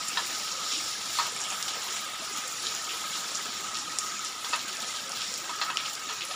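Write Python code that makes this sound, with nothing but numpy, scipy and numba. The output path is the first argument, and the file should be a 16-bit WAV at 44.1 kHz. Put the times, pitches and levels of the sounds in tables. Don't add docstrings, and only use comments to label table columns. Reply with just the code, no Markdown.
import sys
import numpy as np
from scipy import signal
from scipy.fft import rfft, irfft
from scipy.io import wavfile
from scipy.ndimage import uniform_filter1d
from numba import njit

SR = 44100
rng = np.random.default_rng(int(sys.argv[2]) if len(sys.argv) > 2 else 0)


def put_to_file(sound):
    columns = np.atleast_2d(sound).T
    safe = np.clip(columns, -1, 1)
    whole_steps = np.round(safe * 32767)
    wavfile.write(sys.argv[1], SR, whole_steps.astype(np.int16))


N = 280035


def undb(db):
    return 10 ** (np.asarray(db) / 20)


def level(x, db):
    return x * undb(db) / np.sqrt(np.mean(x ** 2))


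def fading(t, t60):
    return np.exp(-np.log(1000) * t / t60)


def follow(points):
    return np.interp(np.arange(N) / SR, *np.transpose(points))


def gain_at(hz, points):
    point_hz, db = np.transpose(points)
    return undb(np.interp(np.log(hz + 1), np.log(point_hz), db))


def colour(x, points, size=8192):
    cepstrum = irfft(np.log(gain_at(np.arange(size // 2 + 1) * SR / size, points)))
    cepstrum[1:size // 2] *= 2
    cepstrum[size // 2 + 1:] = 0
    impulse = irfft(np.exp(rfft(cepstrum)))
    return signal.fftconvolve(x, impulse)[:len(x)]


def band(x, hz, width):
    b, a = signal.iirpeak(min(hz, .45 * SR), hz / width, fs=SR)
    return signal.lfilter(b, a, x)


def walk(rate):
    hold = int(SR / rate)
    steps = np.repeat(rng.standard_normal(N // hold + 1), hold)
    return 1.3 * uniform_filter1d(uniform_filter1d(steps, hold), hold)[:N]


def sizes(chance, spread_db, most):
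    return undb(spread_db * np.minimum(-np.log(1 - chance), most))


@njit
def grains(start, hz, cycles, size, length):
    out = np.zeros(length)
    for k in range(len(start)):
        fade = np.exp(-np.log(1000) * hz[k] / SR / cycles[k])
        turn = fade * np.exp(2j * np.pi * hz[k] / SR)
        z, onset = size[k] + 0j, 1.
        for i in range(start[k], min(length, start[k] + int(cycles[k] * SR / hz[k]) + 1)):
            out[i] += 2.5 * (1 - onset) ** 2 * z.imag
            z *= turn
            onset *= fade ** 3
    return out


def scatter(count, lo_hz, hi_hz, cycles, spread_db):
    when, pitch, ring, big = rng.random((count, 4)).T
    hz = lo_hz * (hi_hz / lo_hz) ** pitch
    size = sizes(big, spread_db, most=3.97) * np.sqrt(hz)
    return grains((when * N).astype(np.int64), hz, cycles * (.5 + ring), size, N)


def thirds(points):
    hz = np.arange(N // 2 + 1) * SR / N
    noise = rfft(rng.standard_normal(N)) * gain_at(hz, points)
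    for centre in 20 * 2 ** (np.arange(30) / 3):
        distance = np.clip(3 * np.log2((hz + 1) / centre), -1, 1)
        share = np.cos(np.pi / 2 * distance) ** 2
        yield centre, irfft(noise * share, N)


def flickering(points, swell_db, flicker_db, rate, bright_hz):
    swell, parts = walk(1.99), np.zeros((2, N))
    for centre, x in thirds(points):
        parts[int(centre > bright_hz)] += x * undb(swell_db * swell + flicker_db * walk(rate))
    return parts


def far_rain():
    # (frequency [Hz], density [dB per Hz])
    rain_spectrum = [(25, -8), (60, -14), (120, -6), (250, -4), (500, -7), (1000, -5), (2000, -10.5),
                     (3500, 2.5), (6000, 1), (16000, -2)]
    # (time [s], level [dB])
    bright_levels = [(0, -36.5), (.28, -35.5), (.66, -35.5), (.74, -33), (.96, -38.5), (1.15, -31),
                     (1.33, -37.5), (1.6, -39.5), (1.86, -36.5), (2.19, -36.5), (2.6, -36.5), (2.76, -35.5),
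                     (3.09, -38), (3.29, -37.5), (3.71, -37.5), (3.8, -38.5), (3.96, -38), (4.1, -37),
                     (4.42, -39.5), (4.56, -36.5), (4.75, -43), (4.91, -35), (5.02, -38.5), (5.1, -41.5),
                     (5.2, -36.5), (5.31, -36), (5.45, -39), (5.6, -40.5), (5.75, -41.5), (5.87, -34.5),
                     (5.94, -41), (6.05, -39), (6.2, -36), (6.35, -38)]
    dull, bright = flickering(rain_spectrum, swell_db=.8, flicker_db=2.0, rate=9, bright_hz=1500)
    bright_db = follow(bright_levels) + 0.83 * walk(14)
    hiss = level(dull, -52) + level(bright, 0) * undb(bright_db)
    plops = level(scatter(count=500, lo_hz=183.3, hi_hz=880, cycles=10.3, spread_db=3.5), -57.5)
    return hiss + plops


def splats(points, count, octaves, spread_db, t60, t60_tilt):
    when, pitch, big = rng.random((count, 3)).T
    hz = 500 * 32 ** pitch
    power = sizes(big, spread_db, most=3) ** 2
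    out = 0
    for centre, x in thirds(points):
        nearness = np.exp(-(np.log2(hz / centre) / octaves) ** 2)
        hits = np.bincount((when * N).astype(int), power * nearness, N)
        band_t60 = t60 * (centre / 4000) ** -t60_tilt
        fade = np.exp(-2 * np.log(1000) / SR / band_t60)
        out = out + x * np.sqrt(signal.lfilter([1 - fade], [1, -fade], hits))
    return out


def runoff():
    # (time [s], splash level [dB])
    spurts = [(0.0, -34.5), (0.26, -31.5), (0.55, -39.5), (1.18, -35), (1.84, -30.5), (2.16, -39),
              (2.42, -37.5), (2.55, -38.5), (3.27, -33.5), (3.77, -40), (4.47, -38.5), (4.56, -34.5),
              (4.9, -35.5), (5.0, -39.5), (5.78, -36.5), (5.91, -36.5), (6.08, -41), (6.35, -34.5)]
    # (frequency [Hz], density [dB per Hz])
    splash_spectrum = [(300, -12), (800, 1.5), (2000, -3.5), (3000, 2.5), (6000, -2), (10000, 0),
                       (16000, 8)]
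    spray = level(splats(splash_spectrum, count=2500, octaves=0.17, spread_db=3.5, t60=0.22, t60_tilt=0.12), -2.06)
    slaps = level(splats(splash_spectrum, count=250, octaves=1.3, spread_db=4.0, t60=0.11, t60_tilt=0.18), -6)
    drops = level(scatter(count=8000, lo_hz=1780, hi_hz=16000, cycles=4.6, spread_db=-2.5), -15.0)
    clicks = level(scatter(count=900, lo_hz=4530, hi_hz=13000, cycles=3.5, spread_db=4.5), -15)
    return undb(follow(spurts)) * (spray + slaps + drops + clicks)


def hollow():
    # (frequency [Hz], width [Hz], relative level [dB])
    hollow_modes = [(1255.6, 28, 1.5), (1288.5, 42, 0)]
    # (time [s], level [dB])
    hum_swells = [(0, -41), (.12, -44), (.42, -45), (.63, -41), (1.4, -45.5), (1.63, -40.5), (1.84, -43.5),
                  (2.17, -43), (3.22, -43), (3.75, -42.5), (4.1, -40.5), (4.47, -44), (4.76, -44.5),
                  (4.95, -41.5), (5.39, -47), (5.66, -38), (5.89, -43.5), (6.35, -42)]
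    when, side, big = rng.random((1200, 3)).T
    pushes = np.sign(side - .5) * sizes(big, 2.6, most=3.9)
    drops = np.bincount((when * N).astype(int), pushes, N)
    trickle = level(rng.standard_normal(N), 1)
    stir = level(drops, 0) + trickle
    hum = sum(undb(db) * band(stir, hz, width) for hz, width, db in hollow_modes)
    waver_db = 1.5 * walk(25)
    return level(hum * undb(waver_db), 0) * undb(follow(hum_swells))


def short_rings():
    low_rings = level(scatter(count=3000, lo_hz=307.3, hi_hz=3044, cycles=57, spread_db=6.5), -53.5)
    high_rings = level(scatter(count=7000, lo_hz=1500, hi_hz=14000, cycles=110, spread_db=2.4), -41.5)
    return low_rings + high_rings


def ticks(s, peak_db, hz, cycles, spray_db, spray_t60):
    delay_s = .0012
    start = ((s + delay_s) * SR).astype(np.int64)
    cycles = np.clip(cycles, 1, 40)
    out = grains(start, hz, cycles, undb(peak_db), N + SR)
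    overtone_hz = np.minimum(1.78 * hz, .4 * SR)
    overtone_db = peak_db + 3.5 - 2.1 * hz / 1000
    out = out + grains(start, overtone_hz, cycles, undb(overtone_db), N + SR)
    out = out + undb(-13.5) * np.roll(out, int(0.0045 * SR))
    t = np.arange(SR // 4) / SR
    for k in range(len(s)):
        hiss, grain = rng.standard_normal((2, len(t)))
        grain_db = 3 * level(uniform_filter1d(grain, SR // 600), 0)
        high_pass = signal.butter(6, hz[k] * 0.7, "high", fs=SR, output="sos")
        hiss = signal.sosfilt(high_pass, hiss * undb(grain_db))
        hiss = band(band(hiss, hz[k] * 0.97, hz[k] * 0.53), hz[k] * 1.06, hz[k] * 1.4)
        swell = 1 - np.exp(-t / 0.0044)
        out[start[k]:start[k] + len(t)] += level(hiss, spray_db[k]) * swell * fading(t, spray_t60[k])
    return out[:N]


def drips():
    # (time [s], tick strength [dB],
    # pitch [Hz], spray level [dB], spatter strength [dB])
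    near_drips = [(0.07, -22, 7440, -35, -40), (0.08, -20, 9400, -15.5, -40), (0.13, -24, 3000, -40, -40),
                  (0.5105, -25, 5450, -30.5, -40), (0.7114, -27, 3500, -30, -26),
                  (0.713, -23, 5800, -31, -40), (0.738, -26, 3400, -31, -40), (0.773, -24, 6640, -35, -40),
                  (0.842, -18, 8920, -33, -40), (1.057, -21, 8540, -25, -40), (1.131, -18, 10600, -28, -40),
                  (1.1798, -19, 9350, -19, -40), (1.321, -16, 9590, -24, -40),
                  (1.3622, -30, 6650, -46, -15), (1.403, -24, 7150, -31.5, -13),
                  (1.502, -18, 7360, -34, -28.5), (1.6255, -14.5, 5500, -34, -11.5),
                  (1.9063, -20, 6150, -32, -20), (2.325, -27, 7000, -34.5, -40),
                  (2.373, -20, 6980, -37, -16), (2.476, -20, 9600, -21, -40), (2.5226, -20, 6870, -44, -40),
                  (2.62, -17, 10100, -20, -40), (2.6286, -19, 4600, -34, -40), (2.66, -26, 3780, -31, -40),
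                  (2.7488, -16, 7150, -38, -40), (2.822, -16, 10400, -26, -40),
                  (2.8904, -27, 3030, -30.5, -40), (2.92, -19, 9110, -30, -40),
                  (3.1304, -28, 3540, -31.5, -40), (3.2785, -27, 4800, -34, -40),
                  (3.3434, -26, 5750, -29, -40), (3.7442, -22, 4300, -33, -40),
                  (3.752, -27, 3000, -38, -40), (3.77, -21, 8560, -26, -40), (3.786, -20, 5500, -34, -17.5),
                  (3.9855, -9.5, 5850, -32, -2.5), (4.061, -25, 5540, -44, -40),
                  (4.1194, -28, 3460, -47, -40), (4.192, -20, 7310, -49, -22), (4.247, -23, 5400, -33, -15),
                  (4.485, -21, 9040, -23, -37), (4.5575, -17.5, 10600, -23, -40),
                  (4.592, -24, 4030, -36, -26), (4.768, -21, 5520, -40, -21), (4.8206, -31, 3510, -36, -16),
                  (4.803, -20, 5600, -50, -40), (4.8656, -28, 5600, -32.5, -40),
                  (4.947, -31, 3950, -33, -30), (5.093, -12, 10000, -36, -48),
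                  (5.1182, -17, 5730, -41, -34), (5.15, -31, 3850, -33, -40), (5.208, -27, 3180, -31, -40),
                  (5.339, -17, 5630, -34, -14.5), (5.77, -12.5, 2970, -30, -19),
                  (5.846, -33, 2880, -34, -40), (5.869, -29, 2650, -49, -40), (5.9518, -21, 5030, -47, -23),
                  (6.2077, -24, 2850, -32.5, -40), (6.251, -11, 10300, -28, -40)]
    ring_cycles = 13
    spray_t60_s, tiny_spray_t60_s, tiny_hz = 0.25, 0.036, 8000
    s, peak_db, hz, spray_db, spatter_db = np.transpose(near_drips)
    same = np.ones(len(s))
    cycles = ring_cycles * (hz / 5000) ** -.5
    body = ticks(s, peak_db, hz, cycles, spray_db, np.where(hz > tiny_hz, tiny_spray_t60_s, spray_t60_s))
    spatter = ticks(s, spatter_db, 8530 * same, ring_cycles * same, spatter_db - 14, tiny_spray_t60_s * same)
    strays = level(scatter(count=40, lo_hz=8200, hi_hz=9600, cycles=18, spread_db=1.5), -59)
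    return body + spatter + strays


def knocks():
    # (time [s], level of the modes over the first 20 ms [dB], favoured low [Hz],
    # favoured middle [Hz], favoured high [Hz], deep share [dB], middle share [dB], bright share [dB],
    # rattle relative to the modes [dB])
    heavy_drops = [(0.172, -27, 904, 1720, 3900, -7, 1.5, 4, -8),
                   (1.1863, -26.5, 1050, 2050, 4320, -18, -8, 0, -20),
                   (1.1932, -31, 1290, 2050, 4370, -16, -2, 1, -3),
                   (1.256, -41, 1000, 2620, 4500, -1, -11, -4, -10),
                   (1.519, -42, 1030, 1720, 3040, 12, -12, 7, -4),
                   (4.445, -38.5, 1290, 2160, 4460, -4, 3, 9, -2),
                   (4.528, -33, 1290, 2620, 4500, -5, 0, 4, -8),
                   (4.5328, -28.5, 1290, 2600, 3320, -2, 3, 5.5, -6),
                   (5.493, -38.5, 970, 1720, 2620, -4, -15, 1, -10),
                   (5.614, -29, 1730, 3570, 4320, -6, 1, 8, -5.5),
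                   (5.7005, -33, 1150, 1720, 2600, -9, 0, 2.5, -13),
                   (6.089, -40, 950, 1720, 3100, 3, -6, 13, 1),
                   (6.311, -39, 694, 1720, 3800, 11, 2, 15, -10)]
    # (frequency [Hz], relative level [dB], 60 dB decay [s])
    sheet_modes = [(503, -23, 0.08), (625, -5, 0.031), (724, -1.5, 0.048), (945, 4, 0.042),
                   (1098, 3.5, 0.034), (1170, -19, 0.034), (1278, 3, 0.088), (1490, 3, 0.04),
                   (1720, -1, 0.058), (1860, 4, 0.037), (2080, -22, 0.034), (2593, -4.5, 0.043),
                   (2800, -4, 0.035), (3280, -6.5, 0.07), (3467, -1.5, 0.036), (3700, -6, 0.035),
                   (3880, -7.5, 0.042), (4324, 0.5, 0.033), (4564, -5.5, 0.043), (5060, -3.5, .03)]
    favour_db, first = 7, int(.02 * SR)
    out, t = np.zeros(N + SR), np.arange(SR // 4) / SR
    hz, db, t60 = np.transpose(sheet_modes)
    decays = fading(t, t60[:, None])
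    for s, level_db, low_hz, middle_hz, high_hz, deep_db, middle_db, bright_db, rattle_db in heavy_drops:
        level_draw, pitch_draw, sign_draw = rng.standard_normal((3, len(hz)))
        favoured = ((low_hz, .1), (middle_hz, .04), (high_hz, .04))
        near = sum(np.exp(-(np.log(hz / f) / wide) ** 2) for f, wide in favoured)
        share_db = np.select([hz > 2300, hz > 1400, hz < 850], [bright_db, middle_db, deep_db], 0)
        gain = undb(db + 1.5 * level_draw + favour_db * near + share_db)
        mode_hz = hz * (1 + 0.0083 * pitch_draw)
        modes = (gain * np.sign(sign_draw)) @ (np.sin(2 * np.pi * np.outer(mode_hz, t)) * decays)
        noise = rng.standard_normal((2, len(t)))
        low = band(band(noise[0], 1150, 1100), 1150, 1100)
        high = band(band(noise[1], high_hz, 3500), high_hz, 3500)
        rattle = (low + undb(bright_db - 10) * high) * fading(t, 0.23)
        blow = modes / modes[:first].std() + undb(rattle_db) * rattle / rattle[:first].std()
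        blow = blow * (1 - np.exp(-t / .0005))
        begin = int(s * SR)
        out[begin:begin + len(t)] += undb(level_db) * blow
    return out[:N]


def shelter(x):
    # (delay [s], level [dB])
    echo_paths = [(.005, -2.5), (.0095, -6), (0.02, -9)]
    return x + sum(undb(db) * np.roll(x, int(s * SR)) for s, db in echo_paths)


def scene():
    return (far_rain() + runoff() + hollow() + short_rings() + drips() + shelter(knocks()))[None]


def record(dry):
    # (frequency [Hz], gain [dB])
    mic_response = [(4000, 0), (4900, -1), (5700, 3), (6250, -3.5), (6750, 3), (7450, 2), (8050, -8.5),
                    (9200, -6.5), (11500, -13.5), (13900, -25), (14900, -9), (16000, -20)]
    bass_cut = signal.butter(3, 60, "high", fs=SR, output="sos")
    top_cut = signal.ellip(12, .2, 70, 15500, fs=SR, output="sos")
    heard = signal.sosfilt(bass_cut, colour(dry[0], mic_response))
    return signal.sosfilt(top_cut, heard)[None]


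dry = scene()
out = record(dry)
put_to_file(out)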